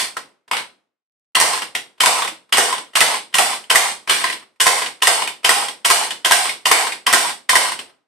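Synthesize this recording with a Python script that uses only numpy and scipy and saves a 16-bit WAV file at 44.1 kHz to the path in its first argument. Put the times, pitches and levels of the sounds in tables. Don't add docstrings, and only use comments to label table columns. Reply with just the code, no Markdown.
import sys
import numpy as np
from scipy import signal
from scipy.fft import rfft, irfft
from scipy.io import wavfile
from scipy.ndimage import uniform_filter1d

SR = 44100
rng = np.random.default_rng(int(sys.argv[2]) if len(sys.argv) > 2 else 0)


def output_pcm(signal):
    pcm = np.clip(np.atleast_2d(signal).T, -1, 1) * 32767
    wavfile.write(sys.argv[1], SR, np.round(pcm).astype(np.int16))


N = 355887
LEAD, BLOCK = 4410, 2048
EARLIER_S = -.05
HZ = np.fft.rfftfreq(BLOCK, 1 / SR)
TIME_S = (np.arange(N + LEAD) - LEAD) / SR

# pitch_hz, width_hz, level_db
SHELL_MODES = [(478, 23, -9), (780, 63, -9.5), (1021, 83, -3.5), (1590, 99, -7.5), (2090, 250, -9),
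               (2180, 400, -6), (2940, 350, -9.5), (3350, 530, -5), (4280, 200, -7), (4870, 450, -1.5),
               (5560, 670, -7), (8150, 330, -7.5), (8730, 260, -12.5)]
# start_s, level_db, pitch_hz, knock_db
SEATINGS = [(1.412, 4.5, 850, -6), (2.069, -2, 960, 5), (2.582, 5.5, 800, -6.5), (3.012, 4, 2020, -3),
            (3.391, 2, 820, -6), (3.757, 9, 1980, -13), (4.667, 7.5, 730, -9.5), (5.076, 5, 791, -8),
            (5.5, -3.5, 2000, -21), (5.909, 5.5, 1130, -13.5), (6.32, 7.5, 1620, -19),
            (6.722, -3.5, 1080, -11.5), (7.135, 8, 2000, -8.5), (7.561, 2, 1044, -20)]


def gain_of(db):
    return 10 ** (np.asarray(db) / 20)


def unit_rms(x):
    return x / np.sqrt(np.mean(abs(x) ** 2) + 1e-20)


def curve(points, hz):
    f, value = np.transpose(points)
    return np.interp(np.log(hz + 1), np.log(f + 1), value)


def coloured(x, db):
    taps = np.roll(irfft(gain_of(db)), BLOCK // 2, -1) * np.hanning(BLOCK)
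    return signal.oaconvolve(x, taps, "same", axes=-1)


def shell(weights, click_db=0.5):
    hz, width, db = np.transpose(SHELL_MODES)[:, :, None]
    modes = gain_of(db) * width / (width + 2j * (HZ - hz))
    return gain_of(click_db) + weights @ modes


def impact(pitch_hz, knock_db, sizzle_db, contact_ms):
    chatter, spot = rng.standard_normal(BLOCK), rng.standard_normal(len(SHELL_MODES))
    progress = (np.arange(BLOCK) - 220) / SR / (contact_ms / 1000)
    creak = gain_of(-13.5) * np.exp(np.minimum(progress, 0))
    envelope = np.maximum(np.clip(progress * 3.44, 0, 1), creak) * np.exp(-progress ** 2)
    contact = rfft(chatter * envelope)
    contact /= uniform_filter1d(abs(contact), size=12) ** 0.43
    mode_hz = np.transpose(SHELL_MODES)[0]
    nearness = np.exp(-(np.log(mode_hz / pitch_hz) / 0.07) ** 2)
    weights = 0.93 * gain_of(2.5 * spot + 5 * nearness)
    tilt_db = curve([(1100, knock_db), (2400, -14), (3700, -14), (6200, sizzle_db)], HZ)
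    focus = np.exp(-(np.log((HZ + 1) / pitch_hz) / 0.11) ** 2)
    beam_db = np.outer([8.5, 1.4], focus)
    rings = irfft(contact * shell(weights) * gain_of(tilt_db + beam_db))
    rings *= signal.windows.tukey(BLOCK, .1)
    energy = 0.056 * contact_ms * SR / 1000
    return rings / np.sqrt((rings ** 2).sum(1, keepdims=True) / energy)


def blows():
    # start_s, level_db, pitch_hz, knock_db (shell), sizzle_db (brass), thud_db, contact_ms
    clacks = [(EARLIER_S, 2.6, 4200, -24.5, -12, -60, 4), (.167, -14, 1430, -6.5, -15, -61, 6.8),
              (.514, -4, 1000, -18.5, -21, -38, 2.4), (.534, -6, 890, -6.5, -19, -42, 1.9),
              (.569, -5.5, 2860, -16, -20.5, -59, 1.7), (1.751, -6, 2300, -18, -17, -65, 4.5)]
    # start_s, level_db, pitch_hz
    ticks = [(.479, -17.5, 1500), (1.979, -20, 2980), (2.492, -20.5, 997), (2.933, -18, 2960),
             (3.327, -17.5, 3070), (4.074, -14, 2200), (4.086, -17, 3010), (4.56, -23, 2470),
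             (5.004, -21, 2500), (5.432, -17, 2620), (7.898, -26.5, 1000)]
    # start_s, level_db, pitch_hz
    snaps = [(1.352, 1.5, 2900), (2.005, 1.5, 3010), (2.525, 0.5, 3000), (2.955, 0, 3100),
             (3.342, -1.5, 2950), (3.701, 1, 3040), (4.096, 1, 3010), (4.603, 1.5, 3090),
             (5.022, -0.5, 2880), (5.447, 2, 3120), (5.849, 0, 3120), (6.248, -1, 3160),
             (6.656, -0.5, 2960), (7.066, 0, 3020), (7.493, 0.5, 1890)]
    # start_s, level_db, pitch_hz, knock_db, sizzle_db
    rebounds = [(1.36, -12, 3060, -6, -6.5), (1.368, -5.5, 1030, -3, -15.5), (2.016, -2.5, 1820, -19, -6.5),
                (2.036, 0.5, 1030, -10.5, -13), (2.535, -4.5, 2900, -20, -15),
                (2.545, -11, 3120, -1.5, -28), (2.961, -3, 2700, -23, 0.5), (2.972, -3, 1010, -3.5, -5.5),
                (3.352, -2, 1030, -7.5, 1.5), (3.711, -0.5, 2320, -6.5, -12),
                (4.108, -1.5, 3400, -6.5, -12.5), (4.614, 2, 1085, -11.5, -3.5),
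                (5.032, -1, 1000, -8.5, -4), (5.458, -4.5, 930, -3, -5), (5.858, -0.2, 990, -7, -2),
                (6.258, -2, 1630, 1, -2.5), (6.667, -1.2, 990, -8, -5), (7.075, -7, 1040, 0, -20),
                (7.499, 0.5, 1000, -10, -2.5), (7.533, -4, 1010, 1, -7)]
    # start_s, level_db, pitch_hz, knock_db
    rams = [(1.401, 6.5, 1030, -23), (2.06, 9, 1530, -18), (2.572, 2, 1110, -16), (3.006, 8, 2730, -24.5),
            (3.385, 6.5, 2750, -12.5), (3.75, -0.5, 1950, -3), (4.66, -1.5, 1040, -11.5),
            (5.071, 7, 1890, -18.5), (5.493, 9.5, 1920, -11.5), (5.902, 6.5, 1060, -12),
            (6.311, 6, 904, -8.5), (6.715, 10, 1140, -10.5), (7.128, 5, 1210, -16.5),
            (7.555, 8.5, 1990, -10)]
    # start_s, level_db, pitch_hz
    returns = [(1.534, -10.5, 1060), (1.576, -14.5, 940), (1.619, -12, 945), (2.221, -8.5, 1110),
               (2.248, -12.5, 970), (2.726, -8.5, 1020), (2.746, -18, 970), (3.142, -10, 990),
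               (3.531, -15, 1080), (4.215, -22, 1080), (4.241, -4, 1060), (4.427, -22, 1280),
               (4.82, -10, 920), (5.221, -9, 1030), (5.626, -16, 1080), (6.036, -25.5, 1050),
               (6.455, -11, 970), (6.869, -10.5, 1010), (7.294, -15.5, 910), (7.719, -13, 1030)]
    # start_s, level_db, pitch_hz
    drops = [(2.277, -11, 2240), (2.781, -16, 2900), (3.641, -16, 3010), (4.3, -11.5, 2010),
             (4.327, -11, 3010), (4.861, -11.5, 3050), (5.275, -8.5, 2390), (5.685, -11, 3090),
             (6.107, -9, 3090), (6.494, -8, 2220), (6.922, -12, 2340), (7.79, -14, 2950)]
    kinds = [(ticks, (-12, -19, -57, 5)), (snaps, (-17, -15.5, -63.5, 5.5)), (rebounds, (-57, 4.6)),
             (rams, (-12.5, -48, 2.7)), (SEATINGS, (-10.5, -46, 4.4)), (returns, (-13, -19, -57, 4.6)),
             (drops, (-24, -18, -58, 3.3)), (clacks, ())]
    events = [tuple(row) + rest for rows, rest in kinds for row in rows]
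    out, t = np.zeros((4, N + LEAD + BLOCK)), np.arange(BLOCK) / SR
    for start_s, level_db, pitch_hz, knock_db, sizzle_db, thud_db, contact_ms in events:
        direct, spread = impact(pitch_hz, knock_db, sizzle_db, contact_ms)
        spread *= gain_of(.3 * min(level_db, 0))
        phases = rng.uniform(0, 2 * np.pi, (2, 1))
        push = 2.3 * np.sin(2 * np.pi * 55 * t + phases) * t / 0.0076 * np.exp(1 - t / 0.0028)
        at = round(start_s * SR) + LEAD - 245
        out[:, at:at + BLOCK] += gain_of(level_db) * np.vstack([direct, spread, gain_of(thud_db) * push])
    return out[0, :N + LEAD], out[1, :N + LEAD], out[2:, LEAD:N + LEAD]


def rattle(taps_per_s=450, swell_db_per_s=108, settle_db_per_s=148.5):
    # peak_s, level_db
    shakes = [(0., -24), (1.56, -30), (2.19, -28), (2.69, -30.5), (3.08, -32), (3.52, -28.5), (3.88, -41.5),
              (4.2, -28.5), (4.78, -29.5), (5.18, -31), (5.619, -33.5), (6.03, -30.5), (6.45, -30.5),
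              (6.8, -25), (7.28, -31.5), (7.69, -34)]
    # frequency_hz, gain_db
    tilt = [(200, -8), (800, 4), (3000, -0.5), (8500, 3.5), (14000, 1)]
    chance, side, size = rng.random((3, N + LEAD))
    taps = (chance < taps_per_s / SR) * np.sign(side - .5) * gain_of(-2.5 * np.log(size + .03))
    ringing = signal.oaconvolve(taps, irfft(shell(np.full(len(SHELL_MODES), 1.7))))[:N + LEAD]
    peak_s, level_db = np.transpose(shakes)[:, :, None]
    since = TIME_S - peak_s
    shake_db = level_db + np.where(since < 0, swell_db_per_s, -settle_db_per_s) * since
    return gain_of(shake_db.max(axis=0)) * unit_rms(coloured(ringing, curve(tilt, HZ)))


def hum(level_db=-42.5):
    # frequency_hz, gain_db
    spectrum = [(35, -64), (60, -27), (227, -6.5), (395, -5), (1530, -11.5), (1740, -16), (1990, -14),
                (12000, -36.5), (15600, -59.5), (22000, -120)]
    common, separate = rng.standard_normal((2, N))
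    pair = np.array([common, .4 * common + .9 * separate])
    return gain_of(level_db) * unit_rms(coloured(pair, curve(spectrum, HZ)[None]))


def scrape(length_s=.15, rise_s=.02, slips_per_s=600, low_hz=698, high_hz=1056, width_hz=136):
    seat_s = np.transpose(SEATINGS)[0]
    since = TIME_S - seat_s[np.maximum(np.searchsorted(seat_s, TIME_S) - 1, 0)]
    travel = np.clip(since / length_s, 0, 1)
    chance, size = rng.random((2, N + LEAD))
    slips = (chance < slips_per_s / SR) * np.log(size + .01) * rng.choice([-1., 1.], N + LEAD)
    hollow_hz = low_hz + (high_hz - low_hz) * travel ** 2.17
    phasor = np.exp(2j * np.pi * np.cumsum(hollow_hz) / SR)
    pole = np.exp(-np.pi * width_hz / SR)
    ringing = unit_rms((phasor * signal.lfilter([1 - pole], [1, -pole], slips / phasor)).real)
    envelope = np.clip(since / rise_s, 0, 1) * np.clip((1 - travel) * 6.4, 0, 1)
    return gain_of(-29 - 7 * travel) * envelope * ringing


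def bump(start_s=2.316, pitch_hz=320, t60_s=.12, rise_s=.015):
    t = np.maximum(np.arange(N) / SR - start_s, 0)
    return gain_of(-28 - 60 * t / t60_s) * np.minimum(t / rise_s, 1) * np.sin(2 * np.pi * pitch_hz * t)


def early_echoes(x):
    taps = np.zeros((2, 600))
    taps[:, 0] = 1
    delays = rng.integers(12, 600, (2, 8))
    np.put_along_axis(taps, delays, gain_of(-9) * rng.choice([-1., 1.], delays.shape), 1)
    return signal.oaconvolve(x[None], taps / np.linalg.norm(taps[0]), axes=1)[:, :len(x)]


def reverberation(x, paths=3, build_s=.012):
    # frequency_hz, t60_s
    decay = [(150, 0.31), (500, 0.52), (1500, 0.41), (4000, 0.64), (6500, 0.48), (8500, 0.58),
             (11000, 0.44), (14000, 0.37)]
    # frequency_hz, coherence
    likeness = [(60, 0.13), (180, 0.93), (540, 0.82), (1630, 0.2), (4910, 0.21), (14800, 0.12)]
    out, drift = 0, np.arange(len(x)) / SR * 1.3
    for k in range(paths):
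        hz, t, noise = signal.stft(rng.standard_normal((2, SR)), SR, nperseg=256)
        coherence = np.clip(curve(likeness, hz), 0, 1)[:, None]
        noise[1] = coherence * noise[0] + np.sqrt(1 - coherence ** 2) * noise[1]
        tail = signal.istft(noise * gain_of(-60 * t / curve(decay, hz)[:, None]), SR, nperseg=256)[1]
        tail *= np.minimum(np.arange(tail.shape[1]) / SR / build_s, 1)
        tail /= np.linalg.norm(tail[0])
        share = np.cos(np.pi * (drift + k / paths)) * np.sqrt(2 / paths)
        out = out + signal.fftconvolve((x * share)[None], tail, axes=1)[:, :len(x)]
    return out


def scene():
    # frequency_hz, gain_db
    response = [(35, -57), (60, -34), (417, -13.5), (468, -8), (524, -13.5), (705, -6), (1020, -3),
                (1400, -3.5), (1970, -4.5), (2530, -5.5), (2970, -7), (6900, -12.5), (8480, -7),
                (14000, -21)]
    # frequency_hz, left_minus_right_db
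    balance = [(60, 2.5), (110, -6), (200, -2.5), (380, 0), (690, -1.5), (1280, 1), (2360, -2.5), (4350, 3),
               (8020, -6), (14800, -6)]
    direct, spread, thuds = blows()
    rounds, pusher = rattle(), scrape()
    near = early_echoes(direct + gain_of(-1.5) * rounds + pusher)
    diffuse = reverberation(gain_of(2) * spread + gain_of(-5.5) * (rounds + pusher))
    microphones_db = 11.79 + curve(response, HZ) + np.outer([.5, -.5], curve(balance, HZ))
    return coloured(near + diffuse, microphones_db)[:, LEAD:] + thuds + bump() + hum()


def peak_hold(db, db_per_s):
    fall = np.arange(len(db)) * db_per_s / SR
    return np.maximum.accumulate(db + fall) - fall


def low_pass(x, edge_hz):
    return signal.oaconvolve(x, signal.firwin(511, edge_hz, window=("kaiser", 9), fs=SR)[None], "same")


def record(dry, limit_db=-18, gate_db=-24, lag_s=.04):
    dry = low_pass(dry, edge_hz=14150)
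    level_db = 10 * np.log10(abs(uniform_filter1d((dry ** 2).mean(0), 130)) + 1e-12)
    over_db = np.maximum(peak_hold(level_db, db_per_s=200) - limit_db, 0)
    pole = np.exp(-1 / (lag_s * SR))
    over_db = signal.lfilter([1 - pole], [1, -pole], over_db)
    under_db = peak_hold(np.clip(4.1 * (level_db - gate_db), -91, 0), db_per_s=133.4)
    levelled = dry * gain_of(2 + uniform_filter1d(under_db, 150) - .5 * over_db)
    clipped = levelled / (1 + levelled ** 4) ** .25
    return low_pass(clipped, edge_hz=15380)


dry = scene()
out = record(dry)
output_pcm(out)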